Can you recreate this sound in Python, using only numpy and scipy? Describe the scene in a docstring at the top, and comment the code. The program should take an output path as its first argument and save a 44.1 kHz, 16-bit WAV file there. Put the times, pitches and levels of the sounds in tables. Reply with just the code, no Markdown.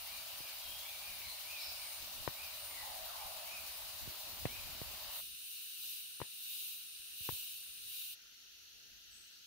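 """Shallow rainforest stream: rush and ringing bubbles, under insect hiss, a katydid, a thin buzz and birds.
At 5.2 s it cuts to a cicada chorus swelling in waves; at 8.1 s that cuts off, leaving a quiet far
chorus, a cricket and a trickle. Drops tap the microphone housing, mostly left; air stirs at its ports."""
import sys
import numpy as np
from scipy import signal
from scipy.fft import rfft, irfft, next_fast_len
from scipy.io import wavfile
from scipy.ndimage import uniform_filter1d, map_coordinates

SR = 44100
rng = np.random.default_rng(int(sys.argv[2]) if len(sys.argv) > 2 else 0)


def unload_wav(signal):
    """Save mono or channel-first audio to the path in sys.argv[1] as 16-bit WAV at rate SR, clipped to [-1, 1]."""
    wavfile.write(
        sys.argv[1],
        SR,
        np.round(np.clip(np.atleast_2d(signal).T, -1, 1) * 32767).astype(np.int16),
    )


N = 417186
WATER_END_S, SWELL_END_S = 5.21, 8.145

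# streamside levels: t/s, water trim/dB, insect hiss/dB, katydid/dB
STREAMSIDE_LEVELS = [(0, -59.5, -47.5, -52), (1.5, -60, -47, -52.5), (3.1, -59, -47.5, -51.5),
                     (4, -59.5, -47.5, -50.5), (5.1, -58.5, -47, -54)]
# spectra: f/Hz, relative density/dB
WATER_SPECTRUM = [(350, -51), (480, -13.5), (580, 2), (1000, 0), (1550, -3.5), (3000, -5.5), (7000, -20.5),
                  (15500, -8.5)]
HISS_SPECTRUM = [(1500, -41), (1950, -18.5), (2450, -6), (2850, -0.5), (3350, -5.5), (3800, -0.5),
                 (4500, -2), (5600, -6.5), (7000, -10), (8300, -11.5), (9300, -8.5), (10800, -7.5),
                 (13000, -7), (14600, 0), (15600, -9.5)]
KATYDID_SPECTRUM = [(2000, -26), (4000, 0), (6500, -5.5), (8200, -9), (10800, -4), (13000, -1), (14600, -2),
                    (15600, 3)]
CICADA_SPECTRUM = [(1900, -30), (2400, -7), (2850, 3.5), (3350, -6.5), (3750, 3), (4400, -2.5),
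                   (5200, -7.5), (6300, -7.5), (7400, -10), (9800, -4), (10700, -3), (13500, 1),
                   (15000, 2.5), (15600, 0.5)]
FAR_CHORUS_SPECTRUM = [(300, -16), (800, -25.5), (1400, -38), (2100, -17.5), (2750, 0), (3400, -3),
                       (4400, 0), (5100, -8), (5750, 0), (6250, -5), (7000, -13.5), (8200, -20.5),
                       (10500, -13), (13500, -10.5), (15600, -13)]
TRICKLE_SPECTRUM = [(900, -16.5), (1150, -15), (1370, -0.5), (1650, -1), (2050, -5), (2600, -20),
                    (5000, -55)]
AIR_SPECTRUM = [(20, -6), (45, 3), (75, 3.5), (130, -9.5), (250, -12.5), (450, -17), (800, -27),
                (2000, -76)]
# stereo likeness: f/Hz, L-R correlation
WATER_CORRELATION = [(600, 0.48), (1400, 0.41), (3000, 0.63), (7000, 0.06)]
AIR_CORRELATION = [(60, -0.18), (130, 0.45), (300, 0.54)]
# chorus waves: crest t/s, rise/s, fall/s, level/dB
CICADA_WAVES = [(5.16, .09, 0.12, -42.5), (5.56, 0.2, 0.38, -47), (5.88, 0.11, 0.18, -43),
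                (6.61, 0.23, 0.18, -41.5), (7.28, 0.11, 0.32, -41.5), (7.98, .13, 0.19, -43)]
# moments when one harmonic of the buzz briefly stands out: centre t/s, harmonic number, boost/dB
BUZZ_BRIGHT_SPELLS = [(.13, 38, 6), (1.89, 37, 14.5), (2.68, 36, 11.5), (2.9, 37, 10), (3.25, 38, 9),
                      (3.79, 36, 11)]
# rising, sagging whistles: t/s, length/s, top f/Hz, relative level/dB
BIRD_WHISTLES = [(0.053, 0.14, 2460, -58.5), (.815, .15, 2490, -57), (1.442, 0.21, 2640, -53),
                 (2.339, 0.15, 2560, -55.5), (3.16, 0.12, 2510, -61.5), (3.455, 0.16, 2590, -54),
                 (4.475, 0.14, 2580, -55)]
# hoarse falling notes: t/s, start f/Hz, relative level/dB
BIRD_SLURS = [(.4, 2490, -57), (1, 2483, -57.5), (1.163, 2310, -58), (1.751, 2380, -58),
              (2.69, 2135, -55.5)]
# thin peeps and a harsh two-tone chip: t/s, length/s, f/Hz, relative level/dB
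BIRD_PEEPS = [(.368, .076, 4950, -60), (.591, .27, 3236, -58.5), (.736, 0.21, 3440, -61.5),
              (1.229, .13, 4080, -55.5), (1.599, 0.067, 5370, -51.5), (9.1, .13, 8150, -66)]
BIRD_CHIP = [(1.556, 0.2, 4866, -53.5), (1.58, 0.07, 4010, -51.5)]
# deep falling calls: t/s, length/s, start f/Hz, relative level/dB
BIRD_HOOTS = [(2.787, 0.222, 1079, -51.5), (3.038, 0.32, 1651, -52.5)]
# drops: t/s, tick level/dB, body level/dB, tick f/Hz, knock f/Hz, body L-R/dB
HOUSING_DROPS = [(.405, -51, -49, 500, 300, -21), (2.277, -21.5, -30, 940, 547, 18),
                 (4.0762, -52, -38.5, 500, 222, -18), (4.4544, -20.5, -26, 503, 249, -17),
                 (4.816, -31.5, -39.5, 462, 220, -22), (6.2024, -32.5, -42, 990, 450, 14),
                 (6.2162, -25.5, -31.5, 960, 473, 13), (7.2902, -26, -29.5, 960, 424, 11.5)]
# soft bumps: t/s, relative level/dB
HOUSING_BUMPS = [(7.206, -39.5), (7.323, -33)]
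# puffs: centre t/s, half length/s, level/dB
AIR_PUFFS = [(2.2, 0.14, -62), (4.078, 0.071, -54.5), (4.6, 0.45, -57), (7.31, 0.086, -62),
             (7.9, .25, -73.5), (8.925, 0.25, -72.5)]


def stream():
    """Water over stones: an even rush with small bubbles in it."""
    trim_db = curves(STREAMSIDE_LEVELS)[0]
    flow = amp(4.0) * rush(WATER_SPECTRUM, patchy_db=1.0, correlation=WATER_CORRELATION)
    water = flow + amp(-11.5) * bubbles(centre_hz=1000, log_spread=0.414, cycles=19)
    return amp(trim_db) * water * pan(-1.7) * (1 - fade_in(WATER_END_S, 0.014))


def bubbles(centre_hz, log_spread, cycles, count=2400):
    """Tiny bubbles ring down, rising in pitch as they near the surface."""
    start, place = rng.random((2, count, 1))
    pitch, strength = rng.standard_normal((2, count, 1))
    n = np.arange(SR // 50)
    turns = np.clip(centre_hz * np.exp(log_spread * pitch), 600, 6000) * n / SR
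    envelope = amp(5.7 * strength - 60 * turns / cycles) * (1 - np.exp(-turns))
    ring = envelope * np.sin(2 * np.pi * turns * (1 + 0.17 * turns / cycles))
    index = ((start * N).astype(int) + n).ravel()
    pair = [np.bincount(index, (ring * np.sqrt(share)).ravel(), N)[:N] for share in (place, 1 - place)]
    return unit(np.array(pair))


def cicadas():
    """Chorus swells and brightens in waves over a steady high shrill."""
    swell = np.sqrt(sum((amp(db) * hump(s, rise, fall)) ** 2 for s, rise, fall, db in CICADA_WAVES))
    dull = filtered(rush(CICADA_SPECTRUM, patchy_db=0.6), lambda hz: resonance(hz, 0, 14700))
    lull = amp(-51) * unit(dull)
    waves = swell * amp(0.45 * wobble(40)) * rush(CICADA_SPECTRUM, patchy_db=1.4)
    chorus = (lull + waves) * pan(0.95) + amp(-56.5) * shrill(centre_hz=9230, width_hz=450)
    return chorus * fade_in(5.11, 0.077) * (1 - fade_in(SWELL_END_S, 0.017))


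def bank_insects():
    """Massed insects hiss behind one katydid and one thin buzz."""
    _, hiss_db, katydid_db = curves(STREAMSIDE_LEVELS)
    hiss = amp(hiss_db) * rush(HISS_SPECTRUM, patchy_db=1.1) * pan(1.7)
    return (hiss + katydid(katydid_db) + amp(-64.1) * buzz()) * (1 - fade_in(5.17, 0.13))


def katydid(level_db, stroke_hz=9.7, first_s=0.0586, attack_s=0.0039, decay_s=0.043):
    """Rasping wing strokes: each bites fast and trails off."""
    age_s = ((np.arange(N) / SR - first_s) * stroke_hz + 0.044 * wobble(4)) % 1 / stroke_hz
    stroke = unit((1 - np.exp(-age_s / attack_s)) * np.exp(-age_s / decay_s))
    return amp(level_db + 0.54 * wobble(15)) * stroke * rush(KATYDID_SPECTRUM, patchy_db=3.5) * pan(3.4)


def buzz(start_hz=249.4, rise_hz_per_s=1.45, body_hz=9610, sag_hz_per_s=90, spell_s=0.21, flutter_db=4.6):
    """Quickening tymbal pulses ring an insect's body; single harmonics fade in and out."""
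    t = np.arange(N) / SR
    pulse_hz = start_hz + rise_hz_per_s * t
    phase = 2 * np.pi * np.cumsum(pulse_hz) / SR
    out = np.zeros((2, N))
    for k in range(34, 42):
        boost_db = sum(db * np.exp(-(2 * (t - s) / spell_s) ** 4 / 2)
                       for s, harmonic, db in BUZZ_BRIGHT_SPELLS if harmonic == k)
        body = resonance(k * pulse_hz, body_hz - sag_hz_per_s * t, width_hz=560)
        gain = amp(boost_db) - 1 + amp(flutter_db * (wobble(13) - 0.5))
        drift_rad = rng.uniform(0, 2 * np.pi) + 0.89 * np.array([wobble(5.16), wobble(3.26)])
        out += body * gain * np.sin(k * phase + drift_rad)
    return out * (1 - fade_in(5.0, 1.8))


def birds(waver=0.0645, rasp_hz=600, split_hz=1540):
    """One tone a note; rough notes waver and rasp. Low calls carry from deep in the forest."""
    song = np.zeros(N + SR)
    for s, hz, db, rough in bird_notes():
        n = len(hz)
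        jitter = lambda rate_hz: wobble(rate_hz, size=SR // 2)[:n]
        phase = 2 * np.pi * np.cumsum(hz * (1 + rough * waver * jitter(300))) / SR
        rasp = jitter(rasp_hz) * np.cos(phase) + jitter(rasp_hz) * np.sin(phase)
        swell = np.sqrt(np.abs(np.sin(np.linspace(0, np.pi, n))))
        song[int(s * SR):][:n] += amp(db) * unit(swell * (np.sin(phase) + 0.92 * rough * rasp))
    low = filtered(song[:N], lambda hz: resonance(hz ** 2, 0, split_hz ** 2))
    high = song[:N] - low
    far = forest_echo(butter(low, 8, 570, 'high'), t60_s=1.66, wet_db=7.5)
    near = forest_echo(high, t60_s=1.0, wet_db=2.5)
    return amp(-7.5) * far + amp(-3.0) * near


def bird_notes(rise_s=0.082, sag_oct_per_s=2.2, slur_s=0.15, hoot_rest_hz=440, hoot_fall_s=0.15):
    """Yield each note: t/s, contour f/Hz, relative level/dB, roughness 0-1."""
    clock = lambda length_s: np.arange(int(length_s * SR)) / SR
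    for s, length_s, top_hz, db in BIRD_WHISTLES:
        t = clock(length_s)
        slide = 0.82 ** np.maximum(1 - t / rise_s, 0)
        sag = 2 ** (-sag_oct_per_s * np.maximum(t - rise_s, 0))
        yield s, top_hz * slide * sag, db, 0.25
    arch = np.polyval(np.polyfit([0, 0.5, 1], [1, 0.97, 0.84], 2), clock(slur_s) / slur_s)
    for s, start_hz, db in BIRD_SLURS:
        yield s, start_hz * arch, db, 0.5
    for notes, rough in (BIRD_PEEPS, 0.25), (BIRD_CHIP, 0.784):
        for s, length_s, hz, db in notes:
            yield s, np.full(len(clock(length_s)), hz), db, rough
    for s, length_s, start_hz, db in BIRD_HOOTS:
        fall = np.exp(-clock(length_s) / hoot_fall_s)
        yield s, hoot_rest_hz + (start_hz - hoot_rest_hz) * fall, db, np.linspace(0.855, 0.1, len(fall))


def forest_echo(x, t60_s, wet_db):
    """Trunks and leaves scatter sound into a diffuse stereo tail."""
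    t = np.arange(SR) / SR
    tail = rng.standard_normal((2, SR)) * amp(-60 * t / t60_s)
    tail /= np.linalg.norm(tail, axis=1, keepdims=True)
    return x + amp(wet_db) * signal.fftconvolve(x[None], tail, axes=1)[:, :N]


def drops(tick_t60_s=0.011, knock_t60_s=0.0089, thud_t60_s=0.027, thud_hz=136, bump_hz=70):
    """Drops splat and tick by the left port, knock the hollow, thud the housing; bumps only thud."""
    out, t = np.zeros((2, N + SR)), np.arange(SR // 8) / SR
    ring = lambda hz, t60_s: np.sin(2 * np.pi * hz * t) * amp(-60 * t / t60_s)
    thud = lambda hz, attack_s: ring(hz, thud_t60_s) * (1 - np.exp(-t / attack_s))
    for s, tick_db, body_db, tick_hz, knock_hz, side_db in HOUSING_DROPS:
        spray = unit(butter(rng.standard_normal(len(t)), 4, 2900, 'low'))
        splat = amp(-15) * spray * (amp(-60 * t / 0.015) + amp(-10 - 60 * t / 0.15))
        shell = amp(tick_db) * (ring(tick_hz, tick_t60_s) + splat) * amp([[0], [-18]])
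        body = ring(knock_hz, knock_t60_s) + amp(-3) * thud(thud_hz, attack_s=0.0019)
        out[:, int(s * SR):][:, :len(t)] += shell + amp(body_db) * body * pan(side_db)
    for s, db in HOUSING_BUMPS:
        out[:, int(s * SR):][:, :len(t)] += amp(db) * thud(bump_hz, attack_s=0.0033) * pan(14)
    return butter(out[:, :N], 3, 85, 'high')  # ports leak slow pressure


def far_forest(cricket_pulse_hz=28):
    """Distant insects, a faint trickle on the left, later a pulsing cricket."""
    chorus = amp(-58.0) * rush(FAR_CHORUS_SPECTRUM, patchy_db=1.06) * pan(1.0)
    trickle = amp([[-70], [-88]]) * rush(TRICKLE_SPECTRUM, patchy_db=1.5)
    pulsing = 1 + 0.56 * np.sin(2 * np.pi * cricket_pulse_hz * np.arange(N) / SR + wobble(2.6))
    cricket = amp(-74.5) * pulsing * shrill(centre_hz=6620, width_hz=45)
    return (chorus + trickle) * fade_in(WATER_END_S, 0.015) + cricket * fade_in(SWELL_END_S, 0.015)


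def air(breeze_db=-67.5, calm_db=-84.5):
    """Moving air rumbles at the ports, with a few puffs."""
    steady = amp(calm_db) + amp(breeze_db) * (1 - fade_in(WATER_END_S, 0.4))
    puff_power = sum((amp(db) * hump(s, half_s, half_s)) ** 2 for s, half_s, db in AIR_PUFFS)
    gain = np.sqrt(steady ** 2 + puff_power) * amp(0.83 * wobble(9))
    return gain * rush(AIR_SPECTRUM, patchy_db=3.0, correlation=AIR_CORRELATION)


def rush(spectrum, patchy_db, correlation=((1000, 0),)):
    """Stereo noise, rms 1, with time-frequency patches of random gain."""
    bins = signal.stft(rng.standard_normal((2, N)), nperseg=512)[2]
    patches = uniform_filter1d(rng.standard_normal(bins.shape[1:]), size=5, axis=0)
    patches = unit(uniform_filter1d(patches, size=12, axis=1))
    pair = signal.istft(bins * amp(patchy_db * patches), nperseg=512)[1][:, :N]
    angle = lambda hz: np.arccos(np.clip(along(correlation, hz), -1, 1)) / 2
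    response = lambda hz: amp(along(spectrum, hz)) * [np.cos(angle(hz)), np.sin(angle(hz))]
    mid, side = filtered(pair, response)
    return unit(np.array([mid + side, mid - side]))


def shrill(centre_hz, width_hz):
    """Insects of one kind blur into a narrow band, rms 1."""
    return unit(filtered(rng.standard_normal((2, N)), lambda hz: resonance(hz, centre_hz, width_hz)))


def resonance(hz, centre_hz, width_hz):
    """Peak gain 1, halved at width_hz off centre."""
    return 1 / (1 + ((hz - centre_hz) / width_hz) ** 2)


def filtered(x, response):
    """Zero-phase filter; response maps Hz to gain."""
    m = next_fast_len(N + SR // 2)
    return irfft(rfft(x, m) * response(np.fft.rfftfreq(m, 1 / SR)), m)[..., :N]


def butter(x, order, cutoff_hz, kind):
    """Causal low- or high-pass."""
    return signal.sosfilt(signal.butter(order, cutoff_hz, kind, fs=SR, output='sos'), x)


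def along(points, hz):
    """Interpolate (f/Hz, value) on a log axis."""
    f, values = np.transpose(points)
    return np.interp(np.log(hz + 1), np.log(f + 1), values)


def curves(rows):
    """Per-sample curve for each column after t/s."""
    times_s, *columns = np.transpose(rows)
    return [np.interp(np.arange(N) / SR, times_s, column) for column in columns]


def fade_in(centre_s, length_s):
    """Linear ramp, 0 to 1."""
    return np.clip((np.arange(N) / SR - centre_s) / length_s + 0.5, 0, 1)


def hump(crest_s, rise_s, fall_s):
    """Bell-shaped gain."""
    since_s = np.arange(N) / SR - crest_s
    return np.exp(-(since_s / np.where(since_s < 0, rise_s, fall_s)) ** 2)


def wobble(rate_hz, size=N):
    """Smooth random curve."""
    knots = rng.standard_normal(int(size * rate_hz / SR) + 4)
    return map_coordinates(knots, [np.arange(size) * rate_hz / SR])


def pan(left_lead_db):
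    """L and R gains."""
    return amp([[left_lead_db / 2], [-left_lead_db / 2]])


def amp(db):
    """dB to gain."""
    return 10 ** (np.asarray(db) / 20)


def unit(x):
    """Scale to rms 1."""
    return x / np.sqrt(np.mean(x ** 2) + 1e-20)


def scene():
    """Sum of water, insects, birds, drops and air."""
    insects = bank_insects() + cicadas() + far_forest()
    taps = drops()
    return stream() + insects + birds() + taps + air()


def record(dry):
    """Band limit, 15720 Hz."""
    return filtered(dry, lambda hz: hz < 15720)


dry = scene()
out = record(dry)
unload_wav(out)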